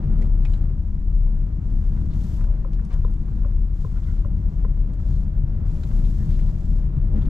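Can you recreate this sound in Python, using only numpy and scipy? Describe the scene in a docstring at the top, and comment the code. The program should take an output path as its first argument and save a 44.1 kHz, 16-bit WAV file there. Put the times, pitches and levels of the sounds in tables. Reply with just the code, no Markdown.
"""Car turning slowly on cobbles, from the driver's seat.

Stones drum through the tyres, knock the suspension and shake the body into a deep boom.
Plastic trim clicks and rattles. The leather steering wheel slides through the driver's hands.
The turn indicator clicks six times behind the dashboard."""
import sys
import numpy as np
from scipy import signal
from scipy.fft import rfft, irfft
from scipy.io import wavfile
from scipy.ndimage import uniform_filter1d, minimum_filter1d

SR = 44100
rng = np.random.default_rng(int(sys.argv[2]) if len(sys.argv) > 2 else 0)


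def output_pcm(signal):
    """Save a mono or channel-first signal as 16-bit PCM at the path in sys.argv[1].

    Samples are clipped to [-1, 1] before scaling.
    """
    pcm = np.clip(np.atleast_2d(signal).T, -1, 1) * 32767
    wavfile.write(sys.argv[1], SR, np.round(pcm).astype(np.int16))


N = 321489
TIME, FREQS = np.arange(N) / SR, np.fft.rfftfreq(N, 1 / SR)


def amp(db):
    """Decibels to gain."""
    return 10 ** (np.asarray(db) / 20)


def unit(x):
    """Scale to rms 1."""
    return x / np.sqrt(np.mean(x ** 2) + 1e-20)


def at_hz(points, hz):
    """Interpolate a spectrum over log frequency."""
    f, value = np.transpose(points)
    return np.interp(np.log(hz + 1), np.log(f + 1), value)


def curves(table):
    """Interpolate each column over time."""
    s, *columns = np.transpose(table)
    return [np.interp(TIME, s, c) for c in columns]


def add(mix, s, sound):
    """Mix a sound in at time s."""
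    part = mix[..., max(round(s * SR), 0):][..., :sound.shape[-1]]
    part += sound[..., :part.shape[-1]]


def colour(x, spectrum):
    """Filter by a spectrum; rms 1."""
    return unit(irfft(rfft(x) * amp(at_hz(spectrum, FREQS)), N))


def band(centre_hz, octaves, size):
    """Two noise channels through one resonance; rms 1."""
    detune = np.log2((np.fft.rfftfreq(size, 1 / SR) + 1) / centre_hz) / octaves
    return unit(irfft(rfft(rng.standard_normal((2, size))) / (1 + detune ** 4), size))


def wander(rate_hz):
    """Slow random drift; rms 1."""
    return unit(irfft(rfft(rng.standard_normal(N)) * np.exp(-(FREQS / rate_hz) ** 2), N))


def grains(per_s, spread_db):
    """Two trains of tiny, uneven impacts."""
    strength = amp(spread_db * np.minimum(rng.exponential(1, (2, N)), 4))
    return unit(strength * rng.standard_normal((2, N)) * (rng.random((2, N)) < per_s / SR))


def burst(noise, envelope):
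    """Enveloped noise, each channel at the envelope's energy."""
    shaped = noise * envelope
    return shaped * np.linalg.norm(envelope) / np.linalg.norm(shaped, axis=1, keepdims=True)


def steady(x, span_s):
    """Level out swells longer than span_s."""
    power = uniform_filter1d(x ** 2, int(span_s * SR) + 1)
    return x / np.sqrt(abs(uniform_filter1d(power, int(span_s * SR / 2) + 1)) + 1e-9)


def mode(t, hz, peak_s, steepness):
    """A resonance that swells to its peak and dies."""
    return (t / peak_s * np.exp(1 - t / peak_s)) ** steepness * np.sin(2 * np.pi * hz * t)


def swells(table, gain_db, size=16384):
    """One soft arch of band noise per row."""
    out, t = np.zeros((2, N)), (np.arange(size) - size / 2) / SR
    for s, length, db, centre_hz, octaves in table:
        inside = abs(t) < length / 2
        noise = unit(band(centre_hz, octaves, size)[:, inside])
        add(out, s - length / 2, amp(db + gain_db) * noise * np.cos(np.pi * t[inside] / length))
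    return out


def gestures(table, attack_s, release_s, arch_db, rest_db):
    """Gain curve: each row rises, arches and dies back to a resting level."""
    power = np.full(N, amp(rest_db) ** 2)
    for start, length, db in table:
        rise = np.clip((TIME - start) / attack_s, 0, 1)
        edge = np.clip(2 * (TIME - start) / length - 1, -1, 1) ** 2
        release = np.exp(-np.maximum(TIME - start - length, 0) / release_s)
        power += (amp(db - arch_db * edge) * rise * release) ** 2
    return np.sqrt(power)


# tread hum: t/s, level/dB
HUM_LEVELS = [(0, -56.5), (0.9, -66.5), (2.2, -62.5), (2.5, -56.5), (3.1, -81.5), (4.6, -61.5),
              (5.0, -58.5), (6.0, -57), (7.29, -61.5)]

def tread_hum(centre_hz=600, octaves=0.16):
    """The tread's hollow hum comes and goes as the car pulls away."""
    level_db, = curves(HUM_LEVELS)
    return amp(level_db) * band(centre_hz, octaves, N)


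# plastic click, for chatter and knocks: f/Hz, density/dB
CLICK_SPECTRUM = [(300, -25.5), (900, -9.5), (1700, -3), (2400, -2), (2900, 2.5), (4000, -2), (5500, -1.5),
                  (7600, -2), (10000, -11.5), (12500, -17), (14000, -42)]
# rattles: centre t/s, length/s, level/dB
RATTLES = [(0.232, 0.083, -65.5), (0.508, 0.18, -65.5), (7.22, 0.16, -70)]

def trim_chatter(ticks_per_s=900, ring_s=0.00097, dull_hz=4800, size=1024):
    """Loose plastic shakes after jolts: a soft crowd of briefly ringing ticks."""
    shake = sum(amp(db) * np.exp(-(2 * (TIME - s) / length) ** 2) for s, length, db in RATTLES)
    ring = rng.standard_normal((2, size)) * np.exp(-np.arange(size) / SR / ring_s)
    ticks = signal.oaconvolve(grains(ticks_per_s, spread_db=0.8), ring, axes=1)[:, :N]
    dulled = irfft(rfft(colour(ticks, CLICK_SPECTRUM)) / (1 + (FREQS / dull_hz) ** 2), N)
    return shake * unit(dulled)


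# trim and wheel knocks: t/s, level/dB, crack t60/s, tilt/(dB/oct), ring f/Hz, ring re crack/dB
TRIM_KNOCKS = [(0.186, -59, 0.06, -9.5, 3900, -11), (0.2183, -53.5, 0.055, -3, 2070, 4),
               (0.226, -58, 0.05, -9, 2330, 4), (0.378, -66, 0.023, 2, 7260, -7),
               (0.451, -39.5, 0.029, -9, 2360, -1.5), (0.46, -56, 0.058, -6, 2280, -5),
               (0.504, -65, 0.044, 18, 3600, -2), (0.5364, -46.5, 0.044, -7.5, 4000, -6),
               (0.575, -65, 0.04, 6, 7160, -8), (2.135, -54, 0.044, -3, 3970, -9),
               (2.391, -52, 0.031, -21, 980, -3), (2.409, -46, 0.042, -18, 1490, -16),
               (2.440, -48.5, 0.025, -11, 1520, -3), (2.731, -52, 0.046, -7.5, 5600, -16),
               (2.849, -56.5, 0.03, 3, 8800, -5), (2.904, -58.5, 0.15, -11, 2196, -1),
               (2.928, -50.5, 0.029, -3, 3288, -17), (2.938, -49, 0.034, -3, 1740, -3),
               (3.11, -61, 0.015, 17, 11700, -10), (3.137, -58, 0.019, 0, 7410, -9),
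               (3.96, -53, 0.024, -14, 1410, 1), (3.97, -51, 0.022, -11, 1360, 1),
               (4.492, -63, 0.04, -4, 5538, -8), (4.935, -61.5, 0.062, -1, 7410, -11),
               (4.999, -53, 0.055, -16, 1200, -4), (5.834, -45.5, 0.037, -7.5, 3900, -6.5),
               (5.914, -49, 0.024, -16, 1379, -10), (6.066, -56, 0.035, -14, 2882, -10),
               (6.392, -46, 0.033, -10.5, 2231, -6.5), (7.167, -53, 0.077, -13, 2673, -10),
               (7.178, -59, 0.022, -4.5, 6700, -17), (7.219, -56.5, 0.043, -8, 3484, 0),
               (7.255, -57, 0.037, -4, 3430, -9)]

def trim_knocks(ring_t60_s=0.052, ring_octaves=0.13, tail_db=-19, tail_t60_s=0.15, size=8192):
    """Plastic parts snap together: a crack, a narrow cluster of modes, a faint cabin tail."""
    rise_s, tilt_from_hz = 0.0001, 900
    out, t = np.zeros((2, N)), np.arange(size) / SR
    hz = np.fft.rfftfreq(size, 1 / SR) + 1
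    for s, db, t60_s, tilt_db, ring_hz, ring_db in TRIM_KNOCKS:
        shape_db = at_hz(CLICK_SPECTRUM, hz) + tilt_db * np.log2(np.maximum(hz, tilt_from_hz) / ring_hz)
        noise = irfft(rfft(rng.standard_normal((2, size))) * amp(shape_db))
        fade = np.hypot(amp(-60 * t / t60_s), amp(tail_db - 60 * t / tail_t60_s))
        crack = burst(noise, fade)
        ring = amp(ring_db) * burst(band(ring_hz, ring_octaves, size), amp(-60 * t / ring_t60_s))
        add(out, s, amp(db) * (crack + ring) * (1 - np.exp(-t / rise_s)))
    return out


# rubs on the rim: centre t/s, length/s, level/dB, f/Hz, width/oct
RIM_RUBS = [(2.118, 0.05, -63, 3774, 0.52), (2.25, 0.14, -66, 4700, 0.55), (2.44, 0.2, -55, 970, 0.25),
            (2.42, 0.058, -66, 1800, 0.61), (2.742, 0.038, -65, 4360, 0.46), (2.797, 0.02, -52, 1480, 0.5),
            (2.92, 0.03, -58, 2800, 0.9), (3.82, 0.035, -65, 4600, 0.7), (3.98, 0.043, -68, 2000, 0.22),
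            (4.09, 0.18, -60, 1411, 0.13), (4.09, 0.076, -60.5, 2030, 0.12), (5.12, 0.22, -68.5, 4300, 0.5),
            (6.22, 0.068, -59, 1780, 0.18), (6.33, 0.12, -58.5, 2900, 0.93), (6.42, 0.04, -65, 3300, 0.5),
            (6.5, 0.04, -65, 4440, 0.37), (7.21, 0.27, -75, 3280, 0.22)]

def rim_rubs():
    """Palms and cuffs rub and creak on the steering wheel."""
    return swells(RIM_RUBS, gain_db=-2)


# skin on leather: f/Hz, density/dB
SKIN_SPECTRUM = [(400, -31.5), (1200, -2.5), (2200, -6), (3200, -2), (4300, -3.5), (5500, -3), (7600, -4),
                 (8400, -10.5), (10300, -14), (11300, -12), (12000, -7), (12700, -12.5), (13700, -26.5)]
# wheel slides: start t/s, length/s, level/dB
WHEEL_SLIDES = [(1.6, 0.83, -66.5), (2.13, 0.33, -56.5), (2.8, 0.27, -66.5), (3.0, 0.65, -70.5),
                (3.72, 0.28, -62.5), (3.94, 0.32, -63), (4.32, 0.15, -71.5), (4.48, 0.14, -67.5),
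                (4.97, 0.29, -63), (5.64, 0.62, -59), (6.02, 0.59, -60.5), (6.52, 0.33, -63.5)]

def hands(gain_db=-3.5, grip_db=0.88, air_hz=9000, snags_per_s=29, snag_s=0.005, scrape_hz=2800):
    """Skin slips on leather, airier when faster, and snags on stitching; sleeves rustle in between."""
    slip = gestures(WHEEL_SLIDES, attack_s=0.019, release_s=0.019, arch_db=7.5, rest_db=-72)
    fizz = colour(grains(per_s=14000, spread_db=0.87), SKIN_SPECTRUM)
    air = irfft(rfft(fizz) * (1 - 1 / (1 + (FREQS / air_hz) ** 12)), N)
    air_gain = amp(2) * (slip / slip.max()) ** 0.32
    snags = rng.uniform(0.5, 1, N) * (rng.random(N) < snags_per_s / SR)
    age = np.arange(2048) / SR / snag_s
    snag_envelope = signal.oaconvolve(snags, age * np.exp(-age))[:N]
    scrapes = amp(-11) * unit(snag_envelope * band(scrape_hz, 0.67, N))
    grip = amp(gain_db + grip_db * wander(rate_hz=70))
    return slip * grip * (fizz + (air_gain - 1) * air + scrapes)


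# rough patches: centre t/s, length/s, level/dB, f/Hz, width/oct
ROUGH_PATCHES = [(0.14, 0.34, -42.5, 220.6, 0.11), (0.24, 0.13, -48.5, 360, 0.46),
                 (0.24, 0.15, -63, 960, 0.45), (2.94, 0.1, -53, 676, 1), (7.15, 0.11, -49.5, 384, 0.83),
                 (7.17, 0.076, -36, 216, 0.21), (7.17, 0.055, -62, 1201, 0.85)]

def bumps():
    """The suspension takes rough patches with soft swells of noise."""
    return swells(ROUGH_PATCHES, gain_db=4.5)


# strut modes: f/pitch, level/dB, rise/jolt rise
STRUT_MODES = [(0.999, -1.5, 0.89), (1.27, -10, 0.7), (1.72, -12, 0.44), (2.451, -21.5, 0.22)]
# jolts: t/s, level/dB, pitch/Hz, rise/s
STONE_JOLTS = [(0.092, -29.5, 216, 0.023), (0.166, -36, 258, 0.018), (0.208, -37.5, 406, 0.015),
               (0.235, -39.5, 440, 0.01), (0.699, -39, 379, 0.0091), (1.28, -45, 508, 0.006),
               (2.036, -32.5, 269.5, 0.011), (2.54, -35, 317, 0.0088), (7.139, -38, 451, 0.012),
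               (7.168, -30, 243.3, 0.016)]

def suspension(gain_db=-1, size=8192):
    """Raised stones knock dully through the rubber mounts; higher modes come and go first."""
    out, t = np.zeros(N), np.arange(size) / SR
    for s, db, hz, peak_s in STONE_JOLTS:
        knock = sum(amp(mode_db) * mode(t, hz * ratio, peak_s * share, steepness=1.1)
                    for ratio, mode_db, share in STRUT_MODES)
        add(out, s, amp(db + gain_db) * knock)
    return out


# modes of the two strokes: f/Hz, level/dB, rise/s, steepness
TICK_MODES = [(445, 11.5, 0.0058, 8.7), (1035, 5.5, 0.0034, 2.2), (1330, -1, 0.0016, 1.4),
              (1700, -12, 0.0019, 3), (3660, -19, 0.0012, 2)]
TOCK_MODES = [(475, 4, 0.0082, 3.9), (550, 8, 0.0092, 1.5), (1037, 10.5, 0.0022, 1.6),
              (1340, 1, 0.0033, 1.4), (1880, -12, 0.002, 1.4), (2640, -15, 0.0013, 1.4)]
# strokes: t/s, level/dB, 0 tick or 1 tock, pitch factor
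STROKES = [(2.646, -47.5, 1, 0.97), (3.0456, -40, 0, 0.99), (3.446, -48.5, 1, 1.04),
           (3.8455, -42.5, 0, 0.996), (4.246, -48.5, 1, 1.035), (4.6463, -41.5, 0, 0.99)]

def indicator(snap_db=-13.5, snap_hz=1600, snap_s=0.0021, echo_db=-12, echo_t60_s=0.1, size=3000):
    """Tock and tick alternate: a bright snap, ringing modes, a brief cabin echo."""
    out, t = np.zeros(N), np.arange(size) / SR
    for s, db, is_tock, pitch in STROKES:
        modes = TOCK_MODES if is_tock else TICK_MODES
        snap = amp(snap_db) * band(snap_hz, 0.6, size)[0] * np.exp(-t / snap_s)
        ring = sum(amp(mode_db) * mode(t, hz * pitch, peak_s, steepness)
                   for hz, mode_db, peak_s, steepness in modes)
        add(out, s, amp(db) * (snap + ring))
    tail = rng.standard_normal(4000) * amp(-60 * np.arange(4000) / SR / echo_t60_s)
    return out + amp(echo_db) * signal.oaconvolve(out, tail / np.linalg.norm(tail))[:N]


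# road roughness: t/s, drumming/dB, patter/dB
ROUGHNESS = [(0.03, -28, -43), (0.22, -28, -48), (0.45, -28.5, -48), (0.65, -29.5, -48.5),
             (0.88, -31, -53.5), (1.3, -31, -50.5), (1.65, -29.5, -50), (2.03, -26.5, -49),
             (2.25, -28.5, -47.5), (2.7, -32, -49.5), (3.45, -29, -49), (3.75, -33, -51.5),
             (4.1, -30.5, -49.5), (4.65, -30.5, -49.5), (5.1, -29, -50.5), (5.85, -28, -47.5),
             (6.5, -27, -48.5), (6.9, -28, -48), (7.2, -25.5, -44.5)]
# panel drumming and tread patter: f/Hz, density/dB
DRUM_SPECTRUM = [(20, -22.5), (45, -20), (60, -4), (75, -0.5), (86, -2), (97, -2), (112, -8.5), (142, -3.5),
                 (186, -11.5), (207, -16), (222, -18), (300, -24.5), (420, -39), (900, -88)]
TREAD_SPECTRUM = [(130, -25.5), (240, -9.5), (325, 2.5), (385, -4), (510, -9), (590, -17.5), (680, -13),
                  (800, -14), (1030, -15.5), (1500, -21), (2100, -27), (3200, -36), (7000, -48.5),
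                  (14000, -67.5)]
# a tyre drops off a stone: centre t/s, bass boost/dB
TYRE_THUDS = [(0.055, 7.5), (0.679, 5), (3.018, 7.5), (3.862, 7.5), (4.29, 6), (4.391, 6), (5.109, 5.5),
              (5.45, 6), (5.66, 4), (6.26, 7), (6.96, 5.5)]

def tyres(drum_db=0.33, tread_db=-1, cavity_db=-13.5, cavity_hz=203, thud_s=0.042, thud_top_hz=148):
    """Stones strike the tyres: panels drum and thud, the air in the tyres drones, the tread patters."""
    drumming_db, patter_db = curves(ROUGHNESS)
    drum = steady(colour(grains(per_s=700, spread_db=0.93), DRUM_SPECTRUM), span_s=0.09)
    bass = irfft(rfft(drum) / (1 + (FREQS / thud_top_hz) ** 8), N)
    thud_db = sum(db * np.exp(-((TIME - s) / thud_s) ** 2) for s, db in TYRE_THUDS)
    thuds = (amp(thud_db) - 1) * bass
    cavity = amp(cavity_db) * steady(band(cavity_hz, 0.06, N), span_s=0.15)
    tread = steady(colour(grains(per_s=9000, spread_db=0.8), TREAD_SPECTRUM), span_s=0.074)
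    patter = unit(tread * amp(0.9 * wander(rate_hz=38)))  # stone-to-stone variation
    return amp(drumming_db + drum_db) * (drum + cavity + thuds) + amp(patter_db + tread_db) * patter


# body shudder: f/Hz, density/dB
SHUDDER_SPECTRUM = [(10, -20), (20, 0), (26, 1), (34, -5), (48, 0), (55, -2), (63, -13), (75, -2),
                    (90, -22), (400, -150)]
# body heaves over uneven stretches: start t/s, length/s, level/dB
BODY_HEAVES = [(0.07, 0.58, -13), (1.04, 0.37, -14), (1.68, 0.24, -15.5), (2.36, 0.17, -14.5),
               (2.65, 0.11, -15.5), (2.91, 0.165, -12), (3.39, 0.28, -14), (3.87, 0.12, -20),
               (4.09, 0.13, -14), (4.42, 0.065, -17), (4.56, 0.28, -15.5), (5.02, 0.19, -18),
               (5.33, 0.18, -16), (5.66, 0.046, -13), (5.92, 0.19, -12), (6.26, 0.25, -14),
               (6.68, 0.17, -13), (6.97, 0.32, -15)]

def body_boom(gain_db=-1.2, boom_hz=34.73, sag_hz_per_db=0.5, drift_hz=2.158, flutter_db=0.5):
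    """The shuddering body pumps the cabin's lowest resonance, which sags the harder it is driven."""
    drive = gestures(BODY_HEAVES, attack_s=0.0338, release_s=0.03853, arch_db=1.5, rest_db=-24)
    drive_db = 20 * np.log10(drive / drive.max())
    pitch_hz = boom_hz - sag_hz_per_db * drive_db + drift_hz * wander(rate_hz=7)
    envelope = drive * amp(gain_db + flutter_db * wander(rate_hz=14))
    tone = envelope * np.sin(2 * np.pi * np.cumsum(pitch_hz) / SR)
    shudder = amp(-25) * steady(colour(rng.standard_normal(N), SHUDDER_SPECTRUM), span_s=0.15)
    return tone + shudder


# channel likeness: f/Hz, coherence
COHERENCE = [(100, 1), (220, .99), (400, .95), (750, .88), (1100, .86), (2300, .75), (3000, .62),
             (5000, .52), (9000, .35), (11300, .5), (14000, .2)]
# balance: f/Hz, left over right/dB
BALANCE = [(30, 3.5), (110, 4.0), (200, 1.5), (380, -.4), (690, .2), (1280, 2.3), (2360, 3.3), (4360, 4.5),
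           (8040, 6.2), (14000, 5.5)]
# phase: f/Hz, left lead/rad
PHASE_LEAD = [(105, 0), (160, -.7), (350, -1.03), (3000, -1.2), (5200, -.15), (10000, -.3), (12000, .15)]

def stereo(diffuse, direct):
    """The cabin sounds alike on both sides in the bass, less so in the treble; the left is louder."""
    mid, side = rfft(diffuse)
    coherence = np.clip(at_hz(COHERENCE, FREQS), 0, 1)
    shared = np.sqrt((1 + coherence) / 2) * mid + rfft(direct)
    apart = np.sqrt((1 - coherence) / 2) * side
    lean = amp(at_hz(BALANCE, FREQS) / 2) * np.exp(0.5j * at_hz(PHASE_LEAD, FREQS))
    return irfft(np.array([(shared + apart) * lean, (shared - apart) / lean]), N)


def scene():
    """Road, hands and trim fill the cabin around the boom, suspension and indicator."""
    road = tyres() + tread_hum() + bumps()
    cabin = hands() + rim_rubs() + trim_knocks() + trim_chatter()
    return stereo(diffuse=road + cabin, direct=body_boom() + suspension() + indicator())


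def record(dry, ceiling=0.38, window=1500, cutoff_hz=14000):
    """Look-ahead limiter on the boom's crests, soft ends, low-pass."""
    gain = np.minimum(ceiling / (abs(dry).max(0) + 1e-9), 1)
    limited = dry * uniform_filter1d(minimum_filter1d(gain, window), window)
    faded = limited * signal.windows.tukey(N, 0.001)
    lowpass = signal.firwin(255, cutoff_hz, window=("kaiser", 7), fs=SR)
    return signal.oaconvolve(faded, lowpass[None], "same")


dry = scene()
out = record(dry)
output_pcm(out)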